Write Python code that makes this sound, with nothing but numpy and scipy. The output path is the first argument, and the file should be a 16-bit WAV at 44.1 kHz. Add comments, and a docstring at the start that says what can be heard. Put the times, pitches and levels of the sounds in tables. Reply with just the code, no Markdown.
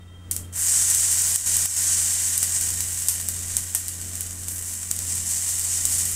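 """Batter fries in hot oil in a steel pan, heard close: two ladlefuls are dropped and spread.
Each is a rising and fading mass of random bubble bursts, coloured by the pan; flares swell in it.
Pops are short decaying sines for the crack, with a hiss of flung oil and a knock on the pan.
A fan hums underneath as wavering tones over filtered noise; a gas burner whistles thinly in narrow
bands and fades over the first three seconds."""
import sys
import numpy as np
from scipy import signal
from scipy.fft import rfft, irfft, next_fast_len
from scipy.io import wavfile
from scipy.ndimage import uniform_filter1d, map_coordinates

SR = 44100
rng = np.random.default_rng(int(sys.argv[2]) if len(sys.argv) > 2 else 0)


def output_pcm(signal):
    """Save a mono or channel-first signal as 16-bit PCM at the path in sys.argv[1].

    Samples are clipped to [-1, 1] before scaling.
    """
    pcm = np.clip(np.atleast_2d(signal).T, -1, 1) * 32767
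    wavfile.write(sys.argv[1], SR, np.round(pcm).astype(np.int16))


N = 271215


def amp(db):
    """Decibels to gain."""
    return 10 ** (np.asarray(db) / 20)


def unit(x):
    """x at rms 1."""
    return x / np.sqrt(np.mean(x ** 2) + 1e-20)


def along(points, hz):
    """(Hz, value) points read on a log frequency axis."""
    f, v = np.transpose(points)
    return np.interp(np.log(hz + 1), np.log(f + 1), v)


def clock():
    """The time of every sample in seconds."""
    return np.arange(N) / SR


def wobble(rate):
    """A smooth random curve with this many knots a second."""
    knots = rng.standard_normal(int(N * rate / SR) + 4)
    return map_coordinates(knots, [clock() * rate])


def filtered(x, response):
    """x times a response of frequency."""
    m = next_fast_len(N + SR // 2)
    hz = np.fft.rfftfreq(m, 1 / SR)
    return irfft(rfft(x, m) * response(hz), m)[:N]


def band(x, centre_hz, width_hz):
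    """The part of x around one frequency."""
    return filtered(x, lambda hz: np.exp(-((hz - centre_hz) / width_hz) ** 2))


# Hum lines of the fan. Each row: pitch in Hz, rms level in dB before the slow drift, unsteadiness 0-1.
HUM_LINES = [(63.4, -57, 0.5), (88.9, -40.5, 0.02), (141.3, -62, 0.1), (177.4, -55, 0), (220, -60.5, 0.66),
             (274.5, -64.5, 0.28), (298.7, -63.5, 1)]
# Tone colour of the air rush. Each row: frequency in Hz, relative density in dB per Hz.
AIR_COLOUR = [(20, 0.5), (32, 2), (48, -11), (110, -6.5), (220, -8.5), (400, -12.5), (900, -20.5),
              (1600, -22), (2500, -28), (4500, -33), (8500, -27.5), (15000, -43)]
HUM_WAVER_DB = 1.5  # slow drift of the fan's level
HUM_START_DB, HUM_SETTLE_S = -1.5, 1.6  # the fan starts a little softer


def fan():
    """Slightly unsteady hum lines over a soft rush of air, drifting in level together."""
    t = clock()
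    hum = 0
    for hz, db, unsteady in HUM_LINES:
        sway = 1 - unsteady + unsteady * (wobble(7) + 1j * wobble(7))
        tone = np.exp(2j * np.pi * (hz * t + rng.random()))
        hum = hum + amp(db) * unit(np.real(sway * tone))
    rush = filtered(rng.standard_normal(N), lambda hz: amp(along(AIR_COLOUR, hz)))
    air = amp(-49) * unit(rush)
    start_db = HUM_START_DB * np.maximum(1 - t / HUM_SETTLE_S, 0)
    return (hum + air) * amp(HUM_WAVER_DB * wobble(5) + start_db)


# Whistle bands of the gas jet. Each row: centre in Hz, width in Hz, rms level in dB before the fade.
WHISTLE_BANDS = [(1030, 29, -72), (1320, 36, -67.5), (1960, 62, -65), (2710, 22, -74), (3184, 34, -57.5),
                 (3670, 30, -68)]


def burner():
    """The gas jet sings in a few narrow, restless bands and soon fades."""
    t = clock()
    whistle = 0
    for hz, width_hz, db in WHISTLE_BANDS:
        flutter = 1.1 + wobble(2 * width_hz) + 1j * wobble(2 * width_hz)
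        whistle = whistle + amp(db) * unit(np.real(flutter * np.exp(2j * np.pi * hz * t)))
    return whistle * np.interp(t, [0, .5, 1.5, 3], [0.88, 0.91, 0.45, 0.05])


# Resonances of the pan and the air in it. Each row: centre in Hz, width in Hz, boost in dB.
PAN_RESONANCES = [(707, 160, 7.5), (973, 30, 8), (1130, 120, 0), (1387, 71, 2), (1830, 17, 7.5),
                  (1913, 53, 3), (2050, 58, 4.5), (2900, 310, 5), (3120, 40, 5.5), (3660, 62, 6),
                  (3940, 21, 6), (4530, 45, 4), (4700, 36, 0.5)]


def click(colour, size=4096):
    """One burst in the pan: the causal impulse of this colour with the pan's resonances, energy 1."""
    hz = np.fft.rfftfreq(size, 1 / SR)
    db = along(colour, hz)
    for centre_hz, width_hz, boost_db in PAN_RESONANCES:
        db = db + boost_db / (1 + (2 * (hz - centre_hz) / width_hz) ** 2)
    # fold the cepstrum forward so that the sound starts at once (minimum phase)
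    cepstrum = irfft(np.log(amp(db)))
    cepstrum[1:size // 2] *= 2
    cepstrum[size // 2 + 1:] = 0
    pulse = irfft(np.exp(rfft(cepstrum)))
    return pulse / np.linalg.norm(pulse)


def bursts(rate, spread_db):
    """Impulses of uneven size and random sign at random moments, rate a second, at rms 1."""
    chance = np.clip(rate / SR, 1e-5, 1)
    size_db = spread_db * np.clip(rng.standard_normal(N), -2, 2)
    size = amp(size_db) * rng.choice([-1, 1], N)
    return unit(size * (rng.random(N) < chance) / np.sqrt(chance))  # even power at any rate


def kitchen(x, t60, wet_db, count=4):
    """x with the quick echoes of pan wall, stove and tiles; each spot of the pan echoes differently."""
    t = np.arange(SR // 3) / SR
    tails = rng.standard_normal((count, len(t))) * amp(-60 * t / t60) * (t > .001)
    spot = rng.integers(count, size=N)
    echoes = 0
    for k, tail in enumerate(tails):
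        echoes = echoes + signal.fftconvolve(x * (spot == k), tail / np.linalg.norm(tail))[:N]
    return x + amp(wet_db) * echoes


POP_HZ, POP_SCATTER = 8400, 0.07  # usual ring of a cavity, its relative spread among the lesser pops
SMALL_CRACK_DB, SMALL_SPRAY_DB, SMALL_KNOCK_DB = 2, -10, -27  # row levels against the steady fizz
SMALL_POP_SPREAD_DB = 5  # how far they stray in strength, up or down


def small_pops(steady, count):
    """Rows of lesser pops at random moments once the batter is in the oil, stronger in harder frying."""
    when, size, pitch = rng.random((count, 3)).T
    landing_s = LADLEFULS[0][0]
    times = landing_s + when * (N / SR - landing_s)
    fizz_db = 10 * np.log10(np.interp(times, clock(), steady))
    db = fizz_db + SMALL_POP_SPREAD_DB * (2 * size - 1)
    ring_hz = POP_HZ * np.exp(POP_SCATTER * (2 * pitch - 1))
    return zip(times, db + SMALL_CRACK_DB, db + SMALL_SPRAY_DB, ring_hz, db + SMALL_KNOCK_DB)


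# Water pops in the oil. Each row: start in seconds, relative crack level in dB, relative spray level
# in dB, ring of the cavity in Hz, relative knock on the pan in dB.
WATER_POPS = [(0.3123, -16.5, -25, 9000, -45), (0.3647, -17.5, -33.5, 8200, -36),
              (0.9485, -15, -31, 8500, -39), (1.1852, -19, -38, 8800, -49), (1.3596, -19, -24, 9400, -51),
              (1.5684, -10, -32, 8600, -33), (1.6565, -18, -29, 8500, -30), (2.3786, -11.5, -28, 9400, -47),
              (2.4293, -11, -24, 8160, -23), (2.6119, -17, -34, 8400, -41), (2.806, -16, -27, 6600, -36),
              (3.0852, -9, -19, 8150, -37), (3.2869, -15, -27.5, 8900, -31.5),
              (3.568, -4.5, -26, 8300, -23.5), (3.749, -14, -22, 9300, -25),
              (3.8828, -19.5, -31.5, 8250, -40), (4.1547, -25, -36, 8200, -44),
              (4.2086, -20, -32.5, 9200, -43), (4.4835, -23, -31, 7800, -38),
              (4.9133, -8.5, -31, 7960, -26.5), (4.9903, -17, -45, 7700, -54), (5.8535, -7, -24, 8100, -37)]
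# Tone colour of a pop's spray. Each row: frequency in Hz, relative density in dB per Hz.
SPRAY_COLOUR = [(150, -27), (500, -28), (1500, -21), (4000, -16.5), (6000, -5.5), (8200, 3.5),
                (10500, -1.5), (13000, -5), (16000, -13)]
# Tone colour of a pop's knock on the pan. Each row: frequency in Hz, relative density in dB per Hz.
KNOCK_COLOUR = [(100, -23), (300, 0), (800, 3.5), (1600, 10), (3000, 10), (6000, -4), (16000, -7)]
TEAR_SHARE, TEAR_GROWS = 0.3, 5.9  # film tear at the usual ring; it grows as this power of the pitch


def pops():
    """Each pop is a sharp crack that knocks the pan; its flung droplets hiss away on the hot steel."""
    t = np.arange(SR // 3) / SR
    cracks, knocks, spray_level = np.zeros((3, N + SR))
    fading = amp(-60 * t / 0.16) + 1.04 * amp(-60 * t / 0.015)
    tear = np.sin(2 * np.pi * 12800 * t) * amp(-60 * t / .0006)
    steady, _ = batter()
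    for s, crack_db, spray_db, hz, knock_db in [*WATER_POPS, *small_pops(steady, count=22)]:
        at = round(s * SR)
        # the oil film tears and the opened cavity rings for a few cycles
        cavity = np.sin(2 * np.pi * hz * t) * amp(-60 * t / .0011)
        flow = cavity + TEAR_SHARE * (hz / POP_HZ) ** TEAR_GROWS * tear
        # changing flow is what radiates
        cracks[at:at + len(t)] += amp(crack_db + 15) * np.diff(flow, prepend=0)
        knocks[at] += amp(knock_db + 16)
        spray_level[at:at + len(t)] += amp(spray_db + 0.5) * fading
    near_wall = np.roll(cracks, round(.0005 * SR))
    far_wall = np.roll(cracks, round(.00124 * SR))
    cracks = (cracks + 0.059 * near_wall + 0.16 * far_wall)[:N]
    spray = kitchen(spray_level[:N] * bursts(5000, spread_db=3.5), t60=0.27, wet_db=-4)
    spray = signal.fftconvolve(spray, click(SPRAY_COLOUR))[:N]
    knocks = kitchen(knocks[:N], t60=0.17, wet_db=-7.5)
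    knocks = signal.fftconvolve(knocks, click(KNOCK_COLOUR))[:N]
    return cracks + spray + knocks


# Ladlefuls of batter; the second lands on the first and reaches the oil slowly.
# Each row: landing in seconds, relative fizz level in dB, rise in seconds, time it stays wet in seconds.
LADLEFULS = [(0.525, -20, 0.16, 1.66), (4.3, -26, 1.45, 1.75)]
SAG_DB_PER_S, CRUST_DB_PER_S = 1.5, 9  # the sizzle sags while wet, then also fades as a crust forms
SIMMER_DB = -35.5  # the rim of the batter keeps simmering
LANDING_S = 0.02  # the batter takes a moment to touch down
GROW_S = 0.31  # time the large bubbles take to grow


def batter():
    """Steady frying power and freshness of the batter: each ladleful rises, sags, then crusts over."""
    t = clock()
    touchdown = np.clip((t - LADLEFULS[0][0]) / LANDING_S, 0, 1)
    power = amp(SIMMER_DB) ** 2 * touchdown + 1e-9
    fresh = 0
    for s, db, rise_s, wet_s in LADLEFULS:
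        age = np.maximum(t - s, 0)
        contact = np.minimum(age / rise_s, 1)
        sag_db = SAG_DB_PER_S * np.clip(age - rise_s, 0, wet_s)
        crust_db = CRUST_DB_PER_S * np.maximum(age - wet_s, 0)
        power = power + (contact * amp(db - sag_db - crust_db)) ** 2
        fresh = fresh + (t > s) * np.exp(-(age / (GROW_S + rise_s / 2)) ** 2)
    return power, fresh


# Flares, where a push of the ladle or a slump brings wet batter onto hot steel.
# Each row: peak in seconds, relative fizz level in dB, relative fine spitting level in dB.
FLARE_SWELLS = [(0.6, -31.5, -31.5), (0.75, -20.5, -42), (1.3, -31, -32), (1.9, -23.5, -48),
                (2.57, -25.5, -42), (2.95, -38, -36), (3.53, -31.5, -44), (4.52, -43, -35.5),
                (4.68, -34, -39), (5.11, -27.5, -51), (5.308, -25, -35), (5.498, -26, -34),
                (5.71, -25, -42), (5.93, -24, -31.5), (6.07, -41, -35.5)]
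FLARE_RISE_S, FLARE_FALL_S = 0.028, 0.085  # a flare swells quickly and dies more slowly


def flares():
    """Power that wet batter on hot steel adds to the fizz and to the fine spitting."""
    t = clock()
    fizz = spit = 0
    for s, fizz_db, spit_db in FLARE_SWELLS:
        swell = np.exp(-((t - s) / np.where(t < s, FLARE_RISE_S, FLARE_FALL_S)) ** 2)
        fizz = fizz + amp(fizz_db) ** 2 * swell
        spit = spit + amp(spit_db) ** 2 * swell
    return fizz, spit


# Tone colour of the bursting bubbles. Each row: frequency in Hz, relative density in dB per Hz.
BUBBLE_COLOUR = [(250, -36.5), (600, -33), (1200, -24.5), (1700, -19.5), (2400, -23), (3450, -24.5),
                 (4200, -20.5), (5000, -14.5), (6200, -6), (7900, 0.5), (8800, -0.5), (10000, -6.5),
                 (11500, -12.5), (15500, -20.5)]
FULL_BOIL_DB = -16  # fizz level that counts as full boil
BODY_DB, BODY_SLOPE = -37, 0.72  # pan body at full boil, its dB per dB of fizz
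BODY_FLARE_SHARE = 0.73  # weight of the flares in the body
SPIT_DB, SPIT_SLOPE = -27.5, 0.77  # fine spitting at full boil, its dB per dB of fizz
SPIT_WAVER_DB = 0.4  # the fine spitting comes and goes on its own
LARGE_DB, FRESH_DB = 1.92, -2  # share of large bubbles, their lack in fresh batter


def boil(power):
    """Frying strength, 1 at full boil."""
    return np.sqrt(power) / amp(FULL_BOIL_DB)


def below(hz, edge_hz):
    """Response of a steep low-pass."""
    return 1 / (1 + (hz / edge_hz) ** 12)


def sizzle():
    """Tiny bubbles merge into a fizz and larger ones tick through it; harder frying makes more of both."""
    t = clock()
    steady, fresh = batter()
    flare, flare_spit = flares()
    vigour = boil(steady + flare)

    fizz_gain = np.sqrt(steady + flare)
    body_gain = amp(BODY_DB) * boil(steady + BODY_FLARE_SHARE * flare) ** BODY_SLOPE
    steady_spit = amp(SPIT_DB) * boil(steady) ** SPIT_SLOPE
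    spit_gain = np.hypot(steady_spit, np.sqrt(flare_spit)) * amp(SPIT_WAVER_DB * wobble(12))

    fine = bursts(1500 + 24000 * vigour, spread_db=4)
    coarse = bursts(90 + 3200 * vigour ** 2, spread_db=4.5)
    clumps = amp(0.32 * wobble(30) + 0.67 * wobble(140))  # bubbles go off in clumps
    steam = (fine + amp(-4.5) * coarse) * clumps
    sound = kitchen(steam, t60=0.065, wet_db=-3.5)
    sound = signal.fftconvolve(sound, click(BUBBLE_COLOUR))[:N]

    # three registers, each with its own level: pan body, fizz and fine spitting
    body = unit(filtered(sound, lambda hz: below(hz, edge_hz=4240)))
    covered = np.interp(t, [4.3, 5.2], [0, .3])  # the second ladleful damps the pan's lower ring
    body = body - covered * band(body, centre_hz=1620, width_hz=310)
    fizz = unit(filtered(sound, lambda hz: below(hz, edge_hz=9350) - below(hz, edge_hz=4300)))
    spit = unit(filtered(sound, lambda hz: 1 - below(hz, edge_hz=10060)))
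    frying = body_gain * body + amp(-1.79) * fizz_gain * fizz + spit_gain * spit

    large = amp(LARGE_DB + FRESH_DB * fresh)
    return frying + (large - 1) * band(frying, centre_hz=3820, width_hz=1700)


def scene():
    """Everything heard from just above the pan."""
    return (fan() + burner() + pops() + sizzle())[None]


# Brief dips of the overall level. Each row: start in seconds, end in seconds, gain in dB.
LEVEL_DIPS = [(1.363, 1.459, -7.5), (1.661, 1.764, -6.5), (2.575, 2.607, -2)]


def record(dry):
    """The level dips briefly a few times; peaks are rounded off and the top of the band is cut."""
    t = clock()
    dip_db = sum(db * ((t > start) & (t < end)) for start, end, db in LEVEL_DIPS)
    x = dry[0] * amp(uniform_filter1d(dip_db, size=200))  # softened edges
    x = x / (1 + (x / .9) ** 4) ** (1 / 4)
    return filtered(x, lambda hz: hz < 15600)[None]


dry = scene()
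out = record(dry)
output_pcm(out)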